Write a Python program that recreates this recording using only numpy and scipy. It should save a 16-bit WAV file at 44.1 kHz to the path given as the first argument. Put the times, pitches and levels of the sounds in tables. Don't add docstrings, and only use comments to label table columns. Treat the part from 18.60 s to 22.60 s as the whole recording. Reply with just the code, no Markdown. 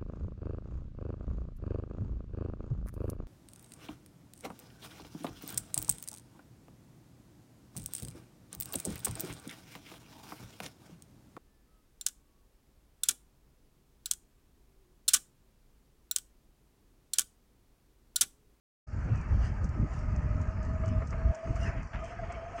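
import sys
import numpy as np
from scipy import signal
from scipy.fft import rfft, irfft, next_fast_len
from scipy.io import wavfile
from scipy.ndimage import uniform_filter1d, map_coordinates

SR = 44100
rng = np.random.default_rng(int(sys.argv[2]) if len(sys.argv) > 2 else 0)


def file_out(sig):
    cols = np.atleast_2d(sig).T
    lim = np.clip(cols, -1, 1)
    pcm = np.round(lim * 32767).astype(np.int16)
    wavfile.write(sys.argv[1], SR, pcm)


N = 176400

# (time [s], level [dB])
RUMBLE_RIDE = [(.28, -44), (.37, -30.5), (.48, -33.5), (.53, -30), (.66, -36.5), (.73, -26.5), (.85, -30.5),
               (.98, -33), (1.06, -29), (1.13, -35), (1.22, -26.5), (1.28, -38.5), (1.36, -34), (1.55, -29),
               (1.76, -30), (1.98, -33.5), (2.4, -29), (2.46, -34.5), (2.53, -33), (2.6, -34), (2.67, -25),
               (2.72, -31.5), (2.74, -61), (2.84, -57), (2.86, -34.5), (2.98, -32), (3.09, -28),
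               (3.13, -42), (3.17, -30), (3.26, -38), (3.3, -54), (3.35, -36), (3.52, -46.5), (3.64, -37),
               (3.83, -45), (4, -48.5)]
ROAR_RIDE = [(0.28, -61), (0.34, -53), (.5, -49), (0.88, -50.5), (0.92, -51.5), (1.7, -50.5), (2.42, -51),
             (2.46, -56), (2.515, -54), (2.54, -48.5), (2.96, -52), (3.09, -44), (3.12, -46.5),
             (3.31, -56.5), (3.34, -50), (3.42, -50.5), (4.0, -50)]
HOUSING_RIDE = [(.3, -66.5), (1.05, -58), (2.4, -55), (2.9, -62.5), (4, -60.5)]
# (time [s], pitch [Hz], half length [s], level [dB])
JOLT_HITS = [(.526, 110, 0.0095, -19), (.724, 80, 0.012, -19.5), (.8, 57, 0.028, -18.5),
             (1.235, 121, 0.0084, -22.5), (1.758, 85, 0.0046, -19.5), (2.318, 80.5, 0.0017, -20),
             (2.674, 59, 0.025, -22.5), (2.91, 85, 0.0051, -20.5)]
# (time [s], half length [s], relative level [dB])
KNOCK_SWELLS = [(1.19, 0.023, -36), (1.24, 0.016, -36), (2.905, 0.026, -41.5)]
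SWISH_SWELLS = [(0.75, 0.06, -68), (0.853, 0.039, -58), (1.367, 0.084, -67), (2.927, 0.11, -66),
                (3.05, 0.053, -56.5), (3.485, 0.068, -66), (3.99, 0.04, -65)]
SCUFF_SWELLS = [(.85, 0.11, -62), (2.33, 0.11, -62.5), (2.78, 0.29, -66), (3.06, 0.034, -72),
                (3.19, .04, -60), (3.43, 0.071, -57.5), (3.72, 0.21, -59), (3.985, 0.012, -53.5)]
# (time [s], relative level [dB])
RATTLE_HITS = [(1.881, -58), (2.234, -41.5), (2.418, -39), (2.525, -36.5), (2.868, -45), (2.96, -40.5),
               (3.519, -42), (3.632, -43.5), (3.70, -41), (3.935, -55), (3.981, -40.5)]
CRUNCH_HITS = [(3.331, -40), (3.344, -42.5), (3.366, -56)]
TICK_HITS = [(0.558, -47.5), (.578, -51), (0.613, -48.5), (1.0432, -41), (1.091, -49.5), (1.3373, -48),
             (1.39, -46.5), (1.5614, -51.5), (1.814, -43), (2.0296, -45.5), (2.0503, -44.5), (2.259, -45.5),
             (2.281, -44), (2.4725, -43), (2.5078, -44.5), (2.748, -44), (2.957, -43.5), (2.967, -47.5),
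             (3.014, -58), (3.0325, -43.5), (3.2306, -48), (3.4446, -45.5), (3.462, -53), (3.7215, -47)]
# (time [s], half length [s], resonance [Hz], width [Hz], level [dB])
SCRAPE_SWELLS = [(0.715, 0.03, 1642, 402, -55.5), (0.857, 0.047, 1660, 403, -51.5),
                 (3.035, 0.014, 2810, 69, -52.5), (3.075, 0.017, 2600, 129.9, -52.5),
                 (3.072, 0.026, 1760, 228, -43), (3.084, 0.046, 1266, 120.3, -54),
                 (3.156, 0.098, 2018, 599, -55), (3.414, .025, 1252, 39.97, -49),
                 (3.584, 0.016, 1644, 70, -48.5), (3.754, 0.07, 1304, 350.5, -54.5)]
# (time [s], pitch [Hz])
WHINE_PITCH = [(.3, 610), (1.3, 620), (1.72, 612), (1.9, 640), (2.02, 624), (2.13, 650), (2.36, 634),
               (2.55, 650), (2.68, 641), (2.85, 659), (3.4, 665), (3.6, 686), (3.8, 671), (4, 688)]
# (time [s], relative level [dB], roughness [0-1])
WHINE_RIDE = [(.3, -72.5, 0.73), (1.3, -61, 0.85), (1.75, -55, 0.4), (2.22, -54, 0.78), (2.36, -46, 0.2),
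              (2.43, -52, 0.8), (2.46, -73, 0.7), (2.51, -67, 0.6), (2.54, -49.5, 0.65),
              (2.85, -48.5, 0.51), (3.17, -51.5, 0.57), (3.23, -69, 0.66), (3.31, -75, 0.51),
              (3.35, -52.5, 0.9), (3.85, -60, 1), (4, -51, 0.78)]
# (time [s], half length [s], pitch bend [Hz], relative level [dB])
WHINE_SURGES = [(2.162, 0.012, 1.5, -46.5), (2.246, 0.0099, -2, -43.5), (2.84, 0.013, 2, -43.5),
                (2.973, 0.0062, 7, -45), (3.436, 0.018, -8, -44.5), (3.509, 0.0084, 15, -49),
                (3.598, 0.0071, 15.5, -42), (3.635, 0.013, -11.5, -43.5), (3.706, 0.0087, 10, -41.5),
                (3.786, 0.029, 2, -46.5), (3.837, 0.011, -8, -45.5), (3.869, 0.011, 8.5, -46),
                (3.961, 0.013, 13.5, -41)]
# (frequency [Hz], gain [dB])
RUMBLE_EQ = [(12, -26), (22, -12), (33, -1.5), (54, 2.5), (75, -0.5), (110, -3.5), (151, -10.5), (232, -16),
             (329, -26.5), (450, -36), (580, -58), (990, -110)]
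KNOCK_EQ = [(90, -32), (190, -2), (305, -0.5), (370, -8.5), (520, -24.5), (1000, -76.5)]
RATTLE_EQ = [(100, -6), (500, 1.5), (900, -9), (1250, 8.5), (1550, -7), (2200, -3), (2600, -14),
             (3400, -36), (4500, -29), (9000, -50.5)]
ROAR_EQ = [(100, 2.5), (250, -3), (450, 1.5), (800, 1), (1650, -1), (2000, -5.5), (2600, -11.5),
           (3000, -20), (3500, -33), (4500, -32.5), (6000, -76.5)]
HISS_EQ = [(2500, -46.5), (3700, -23.5), (4400, 3), (5500, 3.5), (6800, 4), (8000, -7.5), (9200, -10.5),
           (10000, -62.5)]
SWISH_EQ = [(900, 10), (1700, 13), (2200, 4), (2800, 10), (3700, -11.5), (4800, 3.5), (6300, 5), (8000, -8),
            (9300, -8.5), (10500, -57)]
SCUFF_EQ = [(1200, -22), (2300, 8), (2750, 1.5), (3150, -1), (3700, -20), (7000, -37)]
CRUNCH_EQ = [(150, -14), (600, 3), (1100, 6.5), (1750, 5), (2500, 0), (3200, -7.5), (4000, -21),
             (6000, -23), (7500, -29), (9000, -47.5)]
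TICK_EQ = [(1500, -9), (3700, -13), (4800, 5), (6500, 8), (8000, 1), (9500, -14.5), (11000, -30)]

TIME = np.arange(N) / SR


def amp(db):
    return 10 ** (np.asarray(db) / 20)


def unit_rms(x):
    return x / np.sqrt(np.mean(x ** 2) + 1e-20)


def curves(rows):
    times, *columns = np.transpose(rows)
    return [np.interp(TIME, times, column) for column in columns]


def wobble(rate):
    return unit_rms(map_coordinates(rng.standard_normal(4096), [TIME * rate], mode="wrap"))


def shake(rate):
    return wobble(rate) + 1j * wobble(rate)


def swells(rows):
    return sum(amp(db) * np.exp(-((TIME - s) / half) ** 2) for s, half, db in rows)


def strikes(rows, rise_s, t60):
    out = np.zeros(N)
    for s, db in rows:
        age = np.maximum(TIME - s, 0)
        out += (1 - np.exp(-age / rise_s)) * amp(db - 60 * age / t60)
    return out


def filtered(x, response):
    size = next_fast_len(N + SR // 2)
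    return irfft(rfft(x, size) * response(np.fft.rfftfreq(size, 1 / SR)), size)[:N]


def equalised(x, eq):
    freqs, db = np.transpose(eq)
    return filtered(x, lambda hz: amp(np.interp(np.log(hz + 1), np.log(freqs + 1), db)))


def noise(eq):
    return unit_rms(equalised(rng.standard_normal(N), eq))


def rush(eq, patchy_db):
    spectrum = signal.stft(rng.standard_normal(N), nperseg=1024)[2]
    patches = uniform_filter1d(rng.standard_normal(spectrum.shape), size=5, axis=0)
    patches = unit_rms(uniform_filter1d(patches, size=7, axis=1))
    grainy = signal.istft(spectrum * amp(patchy_db * patches), nperseg=1024)[1][:N]
    return unit_rms(equalised(grainy, eq))


def rumble(trim_db=-0.5, lump_db=1.2):
    level_db, = curves(RUMBLE_RIDE)
    air = noise(RUMBLE_EQ)
    slow_power = np.abs(uniform_filter1d(air ** 2, size=3500)) + 1e-6
    levelled = unit_rms(air / np.sqrt(slow_power))
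    return levelled * amp(level_db + trim_db + lump_db * wobble(28.27))


def jolts():
    out = np.zeros(N)
    for s, hz, half, db in JOLT_HITS:
        out += swells([(s, half, db)]) * np.sin(2 * np.pi * (hz * (TIME - s) + rng.random()))
    return out


def deck_knocks():
    return noise(KNOCK_EQ) * swells(KNOCK_SWELLS)


def frame_rattles():
    return noise(RATTLE_EQ) * strikes(RATTLE_HITS, rise_s=0.0016, t60=0.083)


def scrapes():
    out = np.zeros(N)
    for s, half, hz, width, db in SCRAPE_SWELLS:
        band = shake(2 * width) * np.exp(2j * np.pi * hz * TIME)
        out += band.real * swells([(s, half, db)])
    return out


def squeal(at_s=0.595, half_s=0.07, centre_hz=2430, fall_hz_per_s=3400, db=-60.5):
    hz = centre_hz - fall_hz_per_s * (TIME - at_s) + 25 * wobble(200)
    return np.sqrt(2) * np.sin(2 * np.pi * np.cumsum(hz) / SR) * swells([(at_s, half_s, db)])


def tyre_scuffs():
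    return rush(SCUFF_EQ, patchy_db=4) * swells(SCUFF_SWELLS) * amp(1.8 * wobble(60))


def tyre_crunches():
    grit = unit_rms(equalised(rng.standard_normal(N) * amp(3 * wobble(500)), CRUNCH_EQ))
    return grit * strikes(CRUNCH_HITS, rise_s=0.0033, t60=0.12)


def tyre_roll(roar_trim_db=0.5, hiss_db=-71, swish_trim_db=6.5):
    level_db, = curves(ROAR_RIDE)
    bumps = wobble(40)
    roar = rush(ROAR_EQ, patchy_db=2) * amp(level_db + roar_trim_db + 0.73 * bumps + 0.59 * wobble(250))
    hiss = rush(HISS_EQ, patchy_db=3.4) * amp(hiss_db + 0.37 * bumps + 1.3 * wobble(500))
    swish = rush(SWISH_EQ, patchy_db=5) * swells(SWISH_SWELLS) * amp(swish_trim_db + 0.52 * wobble(340))
    return roar + hiss + swish


def wheel_ticks(trim_db=-2.5, snap_t60=0.0024, rebound_s=0.0024, tail_t60=0.11, grit_half_s=0.0095):
    clicks = np.zeros(N + SR)
    t = np.arange(SR // 8) / SR
    snap = amp(-60 * t / snap_t60)
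    tail = amp(-15.5 - 60 * t / tail_t60)
    for s, db in TICK_HITS:
        late = t - rebound_s * (0.5 + rng.random())
        rebound = (late > 0) * amp(-5 - 60 * np.abs(late) / snap_t60)
        envelope = amp(db + trim_db) * (snap + rebound + tail)
        clicks[round(s * SR):][:len(t)] += envelope * rng.standard_normal(len(t))
    clusters = swells([(s + rebound_s, grit_half_s, db - 16.5) for s, db in TICK_HITS])
    grit = unit_rms(rng.standard_normal(N) * amp(11 * wobble(900)))
    return equalised(clicks[:N] + clusters * grit, TICK_EQ)


def housing_ring(hz=1252):
    level_db, = curves(HOUSING_RIDE)
    ring = np.exp(2j * np.pi * hz * TIME) * shake(110)
    return amp(level_db) * ring.real


def motor_whine(trim_db=4, flutter_hz=44.8, scatter_hz=14):
    hz, = curves(WHINE_PITCH)
    level_db, roughness = curves(WHINE_RIDE)
    bend_hz = sum(bend * swells([(s, 2 * half, 0)]) for s, half, bend, _ in WHINE_SURGES)
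    jitter_hz = scatter_hz * roughness * wobble(40)
    tone = np.exp(2j * np.pi * np.cumsum(hz + bend_hz + jitter_hz) / SR)
    surges = swells([(s, half, db) for s, half, _, db in WHINE_SURGES])
    clean = np.hypot(amp(level_db) * np.sqrt(1 - roughness ** 2), surges)
    flutter = amp(level_db) * roughness * shake(2 * flutter_hz)
    return amp(trim_db) * (tone * (np.sqrt(2) * clean + flutter)).real


def scene():
    body = rumble() + jolts() + deck_knocks() + frame_rattles()
    road = tyre_roll() + scrapes() + squeal()
    motor = motor_whine() + housing_ring()
    texture = wheel_ticks() + tyre_scuffs() + tyre_crunches()
    return (body + road + motor + texture)[None]


def record(dry):
    start_s, fade_s, cutoff_hz = 0.268, 0.01, 9700
    fade_in = np.clip((TIME - start_s) / fade_s, 0, 1)
    return filtered(dry[0] * fade_in, lambda hz: hz < cutoff_hz)[None]


dry = scene()
out = record(dry)
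file_out(out)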